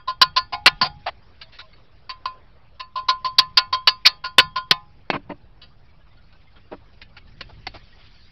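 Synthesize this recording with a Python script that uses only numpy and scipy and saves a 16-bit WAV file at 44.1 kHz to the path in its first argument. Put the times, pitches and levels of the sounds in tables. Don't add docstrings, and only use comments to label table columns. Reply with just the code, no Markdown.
import sys
import numpy as np
from scipy import signal
from scipy.fft import rfft, irfft, next_fast_len
from scipy.io import wavfile
from scipy.ndimage import uniform_filter1d, map_coordinates

SR = 44100
rng = np.random.default_rng(int(sys.argv[2]) if len(sys.argv) > 2 else 0)


def transcribe(signal):
    frames = np.atleast_2d(signal).T
    limited = np.clip(frames, -1, 1)
    pcm = np.round(limited * 32767).astype(np.int16)
    wavfile.write(sys.argv[1], SR, pcm)


N = 366471
T = np.arange(SR // 3) / SR

# start in seconds, burst level in dB, burst length in seconds, rise in ms,
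# brightness and thud in dB, high clang in Hz, then the levels in dB of wrench, hammer head, pipe,
# collar, and the wrench's high and low overtones.
BLOWS = [(-0.07, -14.5, 0.011, 3, 8, -50.5, 4500, -9, -31, -45.5, -37.5, -36, -29),
         (0.074, -33.5, 0.031, 10.5, 12.5, -57, 3910, -15.5, -29.5, -43.5, -42, -46, -40),
         (0.214, -5.5, 0.019, 2.64, 9, -34.5, 4048, -9, -22, -35, -34.5, -37, -24.5),
         (0.362, -16, 0.025, 6.5, 5.5, -70, 4720, -10.5, -15.5, -38, -42.5, -30.5, -29),
         (0.523, -28, 0.027, 9.3, -5, -48, 4870, -21.5, -31.5, -23.5, -45.5, -45.5, -42),
         (0.66, -4.5, 0.024, 0.86, -2, -29.5, 4180, -18, -28, -27, -35.5, -51, -29.5),
         (0.813, -17.5, 0.022, 1.6, 2.5, -26.5, 4680, -13, -16, -22.5, -32.5, -27, -29),
         (2.093, -30.5, 0.024, 3, 0.5, -63.5, 4550, -30, -39, -64, -50.5, -50.5, -58.5),
         (2.256, -19, 0.0033, 1.2, 11, -50.5, 4740, -17.5, -31, -70, -43, -42, -39),
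         (2.795, -29.5, 0.018, 11, 3.5, -62.5, 3810, -27, -33.5, -51, -64, -60, -50),
         (2.956, -38, 0.037, 4.9, 5, -58, 4220, -19.5, -34.5, -46.5, -46.5, -50.5, -45.5),
         (3.084, -15, 0.023, 7.1, 10, -58, 3920, -11.5, -17.5, -44, -42.5, -46.5, -31.5),
         (3.245, -29, 0.026, 3.8, 5, -50, 4690, -16.5, -27, -46, -41.5, -48, -47),
         (3.383, -3, 0.018, 7, 12.5, -35.5, 4527, -14, -17, -42, -44, -42.5, -40),
         (3.571, -6, 0.02, 4.4, 11, -50.5, 4800, -14.5, -20.5, -33, -37, -42.5, -24.5),
         (3.726, -21.5, 0.025, 4, 8.5, -57.5, 4575, -15.5, -22.5, -46, -30, -44.5, -35),
         (3.873, -7.5, 0.018, 1.24, 4, -47, 4480, -19, -12.5, -49, -39.5, -24.5, -39.5),
         (4.054, -2.5, 0.024, 9.7, 16, -42, 4400, -27, -12.5, -35, -38, -35, -43.5),
         (4.238, -31.5, 0.029, 7.7, -6, -55, 4560, -23.5, -24.5, -46, -40.5, -41, -35),
         (4.382, -4, 0.022, 1.5, -6.5, -25.5, 3544, -13.5, -11.5, -33, -31, -29.5, -23),
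         (4.557, -28, 0.026, 7.3, 1, -62.5, 4300, -18, -26.5, -51.5, -35.5, -41.5, -31.5),
         (4.71, -5, 0.011, 1.7, 4, -28, 4290, -19, -27.5, -25, -49.5, -51, -54),
         (5.615, -50, 0.025, 4.3, 15.5, -56.5, 3373, -57.5, -47.5, -69, -49, -54, -63)]
# start in
# seconds, burst level in dB, burst length in seconds, body, brightness and thud in dB, low and high clang in
# Hz, lift of the clangs in dB.
KNOCKS = [(0.84, -27, 0.033, -4, 2, -59, 743, 4770, 20),
          (1.061, -27, 0.034, 4, -8.5, -77.5, 710, 2630, 14.5),
          (1.412, -37, 0.021, -25, -4, -72, 1017, 4760, 20.5),
          (1.518, -49, 0.059, -21, -2.5, -76, 624, 4268, 17),
          (1.585, -39, 0.032, -20, 0, -66, 1410, 3870, 18),
          (1.728, -54, 0.017, -31, -21, -64, 1625, 2164, 30),
          (4.049, -16, 0.029, -13.5, -44, -62, 678, 2390, 11),
          (5.101, -12.5, 0.0056, -1.5, -9, -24, 890, 2240, 18),
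          (5.126, -30.5, 0.044, 7, -18, -23.5, 1037, 2490, 18),
          (5.293, -42, 0.033, 14.5, -19, -29.5, 922, 2800, 18),
          (6.324, -55, 0.017, -17, -1.5, -75.5, 1480, 4215, 21),
          (6.554, -56, 0.038, -6, -5, -58.5, 1447, 3240, 15),
          (6.713, -45, 0.034, 16, -12.5, -34, 550, 1730, -2),
          (7.014, -40, 0.017, -20, -2.5, -58, 1610, 2090, 10.5),
          (7.165, -42.5, 0.024, -17.5, -6.5, -66.5, 1410, 4550, 12.5),
          (7.407, -29, 0.012, -13, -4, -46.5, 750, 4320, 13),
          (7.489, -53.5, 0.026, 0.5, 2.5, -65, 856, 1710, 7),
          (7.667, -25.5, 0.01, -13, 1.5, -39, 763, 2040, 24),
          (7.738, -44, 0.037, -4, -1.5, -51, 640, 3740, 4),
          (8.062, -56, 0.02, -23.5, 11, -72.5, 750, 1925, 15.5)]
# frequency in Hz, relative level in dB, nominal t60 in seconds.
HEAD_MODES = [(4245, -15, .09), (4352, -15, .09), (4468, -11, .14), (4560, -14, .045), (4650, -17, .05),
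              (5000, -18, .05), (5268, -17, .06), (5755, -14, .05)]
HUB_MODES = [(1696, -17, .11), (1748, -17, .24), (1925, -18, .16), (2205, -17, .19), (2480, -15, .18),
             (2570, -14, .13), (2665, -16, .22), (2780, -16, .1), (2900, -14, .12), (2965, -14, .1),
             (3640, -14, .17), (3790, -16, .12), (3905, -13, .09), (4120, -14, .11)]


def amp(db):
    return np.exp(np.asarray(db) * np.log(10) / 20)


def unit(x):
    return x / np.sqrt(np.mean(x ** 2) + 1e-20)


def along(points, hz):
    corners, values = np.transpose(points)
    return np.interp(np.log(hz + 1), np.log(corners + 1), values)


def filtered(x, response):
    size = next_fast_len(x.shape[-1] + 2048)
    return irfft(rfft(x, size) * response(np.fft.rfftfreq(size, 1 / SR)), size)[..., :x.shape[-1]]


def noise(spectrum, size):
    return unit(filtered(rng.standard_normal(size), lambda hz: amp(along(spectrum, hz))))


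def patchy(spectrum, patchy_db):
    cells = signal.stft(noise(spectrum, N), nperseg=512)[2]
    field = uniform_filter1d(rng.standard_normal(cells.shape), size=5, axis=0)
    field = uniform_filter1d(field, size=6, axis=1)
    return unit(signal.istft(cells * amp(patchy_db * unit(field)), nperseg=512)[1][:N])


def wobble(rate):
    return map_coordinates(rng.standard_normal(int(N * rate / SR) + 4), [np.arange(N) * rate / SR])


def add(track, start, sound):
    at = round(start * SR)
    part = track[max(at, 0):][:len(sound) + min(at, 0)]
    part += sound[max(-at, 0):][:len(part)]


def held(length, rise, sag_db):
    stop = 1 / (1 + np.exp(np.minimum((T - length) / 0.0025, 60)))
    return np.minimum(T / rise, 1) * amp(-sag_db * T / length) * stop


def burst(db, length, rise, body_db, bright_db, thud_db, clangs):
    corner_hz = [40, 200, 650, 1200, 2300, 4500, 6500]
    corner_db = [thud_db - db - 12, thud_db - db + 9.5, body_db + 9, body_db / 2 + 6.5,
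                 -bright_db / 2, bright_db / 2, bright_db / 2]
    colour = list(zip(corner_hz, corner_db))
    bump_hz = np.arange(100, 7000, 90)
    bumps = list(zip(bump_hz, 2.6 * rng.standard_normal(len(bump_hz))))

    def response(hz):
        peaks = sum(amp(lift_db - 6) / (1 + ((hz - centre) / 50) ** 2) for centre, lift_db in clangs)
        return amp(along(colour, hz) + along(bumps, hz)) * (1.5 + peaks)

    treble_rms = np.sqrt(np.mean(response(np.arange(1500, 5000, 20)) ** 2))
    harsh = filtered(rng.standard_normal(len(T)), response) / treble_rms
    return amp(db + 10.5) * harsh * held(length, rise, sag_db=4)


def ring(modes, length, rise, scatter_db, flutter_db, t60_scale=1):
    hz, db, t60 = np.transpose(modes)[:, :, None]
    length = length + 0.0059
    strength, phase = rng.standard_normal((2, len(modes), 1))
    decay_db = 60 * (T - 0.85 * np.minimum(T, length)) / (t60 * t60_scale)
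    knots = np.arange(0, 0.36, 0.012)
    flutter = np.array([np.interp(T, knots, rng.standard_normal(len(knots))) for _ in modes])
    level_db = db + scatter_db * strength - decay_db + flutter_db * flutter
    waves = amp(level_db) * np.sin(2 * np.pi * hz * T + 3 * phase)
    return waves.sum(axis=0) * (np.minimum(T / rise, 1) + held(length, rise, sag_db=3))


def after_hiss(length, rise):
    hiss = noise([(300, -25), (800, 1.5), (1500, 0.5), (2500, -4), (4500, 0)], len(T))
    hold = amp(-9) * held(length + 0.022, rise, sag_db=0.5)
    fade = amp(-6.5 - 60 * T / 0.16) * np.minimum(T / rise, 1)
    return hiss * (hold + fade)


def hammer_blows():
    # frequency in Hz, relative level in dB, nominal t60 in seconds.
    frame_modes = [(152, -12, 0.53), (294, -16.5, 0.045)]
    wrench_modes = [(1031, -5, 0.26), (1082, -14.5, 0.092), (622, -29, 0.17)]
    pipe_modes = [(711, -14, 0.2), (775, -13, .2), (830, -14, 0.45), (900, -19, .3), (960, -15.5, 0.063)]
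    collar_modes = [(3205, -4, .15), (3265, -14.5, .48)]
    # frequency in Hz, t60 in seconds.
    overtones = [(1434, .16), (4800, .16), (1225, .25)]
    low_clang_hz, regrip_s = 2930, 1.5
    out = np.zeros(N)
    for start, db, length, rise_ms, bright_db, thud_db, high_clang_hz, *part_levels in BLOWS:
        wrench_db, head_db, pipe_db, collar_db, high_db, low_db = part_levels
        rise = rise_ms / 1000
        body_db = -19 - 0.3 * bright_db
        hub_db = -21 + 0.55 * db
        lift_db = 6.5 - 0.24 * db
        clangs = [(low_clang_hz, lift_db), (high_clang_hz, lift_db + 8)]
        grip = 0.42 if start < regrip_s else 0.87
        overtone_db = low_db, high_db, hub_db - 14.5
        overtone_modes = [(hz, level, t60) for (hz, t60), level in zip(overtones, overtone_db)]
        blow = burst(db, length, rise, body_db, bright_db, thud_db, clangs)
        blow += amp(thud_db) * ring(frame_modes, length, rise, scatter_db=1.6, flutter_db=5.5)
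        blow += amp(wrench_db) * ring(wrench_modes, length, rise, scatter_db=0.73, flutter_db=0,
                                      t60_scale=grip)
        blow += ring(overtone_modes, length, rise, scatter_db=0.92, flutter_db=2)
        blow += amp(head_db) * ring(HEAD_MODES, length, rise, scatter_db=3, flutter_db=3)
        blow += amp(hub_db) * ring(HUB_MODES, length, rise, scatter_db=4, flutter_db=3.5, t60_scale=0.8)
        blow += amp(pipe_db) * ring(pipe_modes, length, rise, scatter_db=3, flutter_db=1.5)
        blow += amp(collar_db) * ring(collar_modes, length, rise, scatter_db=2.5, flutter_db=3)
        blow += amp(db - 19.5) * after_hiss(length, rise)
        add(out, start, blow)
    return out


def wind(level_db):
    # frequency in Hz, relative spectral density in dB.
    spectrum = [(12, -33.5), (20, -5.5), (27, 0.5), (113, -6), (252, -20), (285, -24), (400, -25),
                (520, -53), (880, -120)]
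    shudder_db, shudder_t60 = -26.5, 0.9
    envelope = amp(level_db)
    for start, _, _, _, _, thud_db, *_ in BLOWS + KNOCKS:
        shudder = amp(thud_db + shudder_db - 60 * T / shudder_t60) * np.minimum(T / 0.017, 1)
        add(envelope, start, shudder)
    return envelope * unit(amp(0.63 * wobble(14)) * noise(spectrum, N))


def traffic():
    # frequency in Hz, relative spectral density in dB.
    spectrum = [(150, -39.5), (260, -5.5), (560, 0), (1200, -3.5), (2500, -12), (6000, -28)]
    return amp(-62.5 + 1.5 * wobble(2.5)) * patchy(spectrum, patchy_db=3.5)


def tarp(level_db):
    # frequency in Hz, relative spectral density in dB.
    spectrum = [(500, -25), (1200, -7.5), (2200, -2), (4400, -4), (5800, 1.5), (7500, -29)]
    return amp(level_db) * unit(amp(1.8 * wobble(52)) * patchy(spectrum, patchy_db=3.5))


def bench_knocks():
    # frequency in Hz, relative level in dB, t60 in seconds.
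    bench_modes = [(190, -13, .08), (287, -10, .12), (340, -12, .1), (580, -12, .07)]
    out = np.zeros(N)
    for start, db, length, body_db, bright_db, thud_db, low_hz, high_hz, lift_db in KNOCKS:
        rise = 0.23 * length
        clangs = [(low_hz, lift_db), (high_hz, lift_db)]
        knock = burst(db, length, rise, body_db, bright_db, thud_db, clangs)
        knock += amp(thud_db) * ring(bench_modes, length, rise, scatter_db=0.64, flutter_db=1.5)
        steel = ring(HUB_MODES + HEAD_MODES, length, rise, scatter_db=5, flutter_db=3, t60_scale=0.6)
        knock += amp(db - 16.5 - 0.4 * body_db) * steel
        tail = noise([(150, body_db), (700, body_db + 9), (2300, 0), (4500, bright_db)], len(T))
        build_up = np.minimum(T, length) / 0.11
        knock += amp(db + 1 - 60 * T / 0.17) * tail * build_up
        add(out, start, knock)
    return out


def clinks():
    # start in seconds, frequency in Hz, level in dB.
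    timed = [(1.428, 650, -57), (1.622, 635, -54), (1.616, 1046, -47.5), (6.173, 1430, -58),
             (6.172, 4400, -53.5), (6.345, 1536, -59), (6.472, 2100, -54.5), (7.832, 2500, -55.5),
             (7.926, 1900, -51), (7.985, 2520, -62.5)]
    first_s, last_s, count, cycles = 5.85, 8.3, 40, 43
    scattered = [(first_s + (last_s - first_s) * when, 1300 * 3.5 ** pitch, -64 + 7 * strength)
                 for when, pitch, strength in rng.random((count, 3))]
    out = np.zeros(N)
    for start, hz, db in timed + scattered:
        add(out, start, amp(db) * np.sin(2 * np.pi * hz * T) * held(cycles / hz, rise=0.002, sag_db=3))
    return out


def scene():
    # time in seconds, wind level in dB, tarp level in dB.
    breeze = [(0.0, -54, -70.5), (0.83, -46, -57.5), (1.18, -53.5, -61), (1.67, -55.5, -59.5),
              (2.01, -55, -64.5), (2.92, -54.5, -67), (3.28, -51, -59.5), (3.4, -51.5, -63),
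              (3.96, -53, -62), (4.07, -55.5, -59.5), (4.47, -50.5, -68), (4.72, -56, -63),
              (5.44, -53, -67.5), (6.5, -55, -62), (7.1, -52, -62), (7.57, -44, -57.5), (7.87, -52.5, -53),
              (8.31, -53.5, -55)]
    times, *levels = np.transpose(breeze)
    wind_db, tarp_db = [np.interp(np.arange(N) / SR, times, db) for db in levels]
    return (hammer_blows() + bench_knocks() + clinks() + wind(wind_db) + traffic() + tarp(tarp_db))[None]


def record(dry):
    # frequency in Hz, gain in dB.
    roll_off = [(20, 1), (4700, -2), (5400, -10), (5900, -24.5), (6600, -46), (7500, -77), (9000, -110)]
    dc_offset, band_limit_hz = 0.003, 16000
    dull = filtered(dry, lambda hz: amp(along(roll_off, hz)))
    hiss = amp(-94.5) * rng.standard_normal(N)
    converted = np.clip(dull, -1, 1) + dc_offset + hiss
    return filtered(converted, lambda hz: 1 / (1 + (hz / band_limit_hz) ** 60))


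dry = scene()
out = record(dry)
transcribe(out)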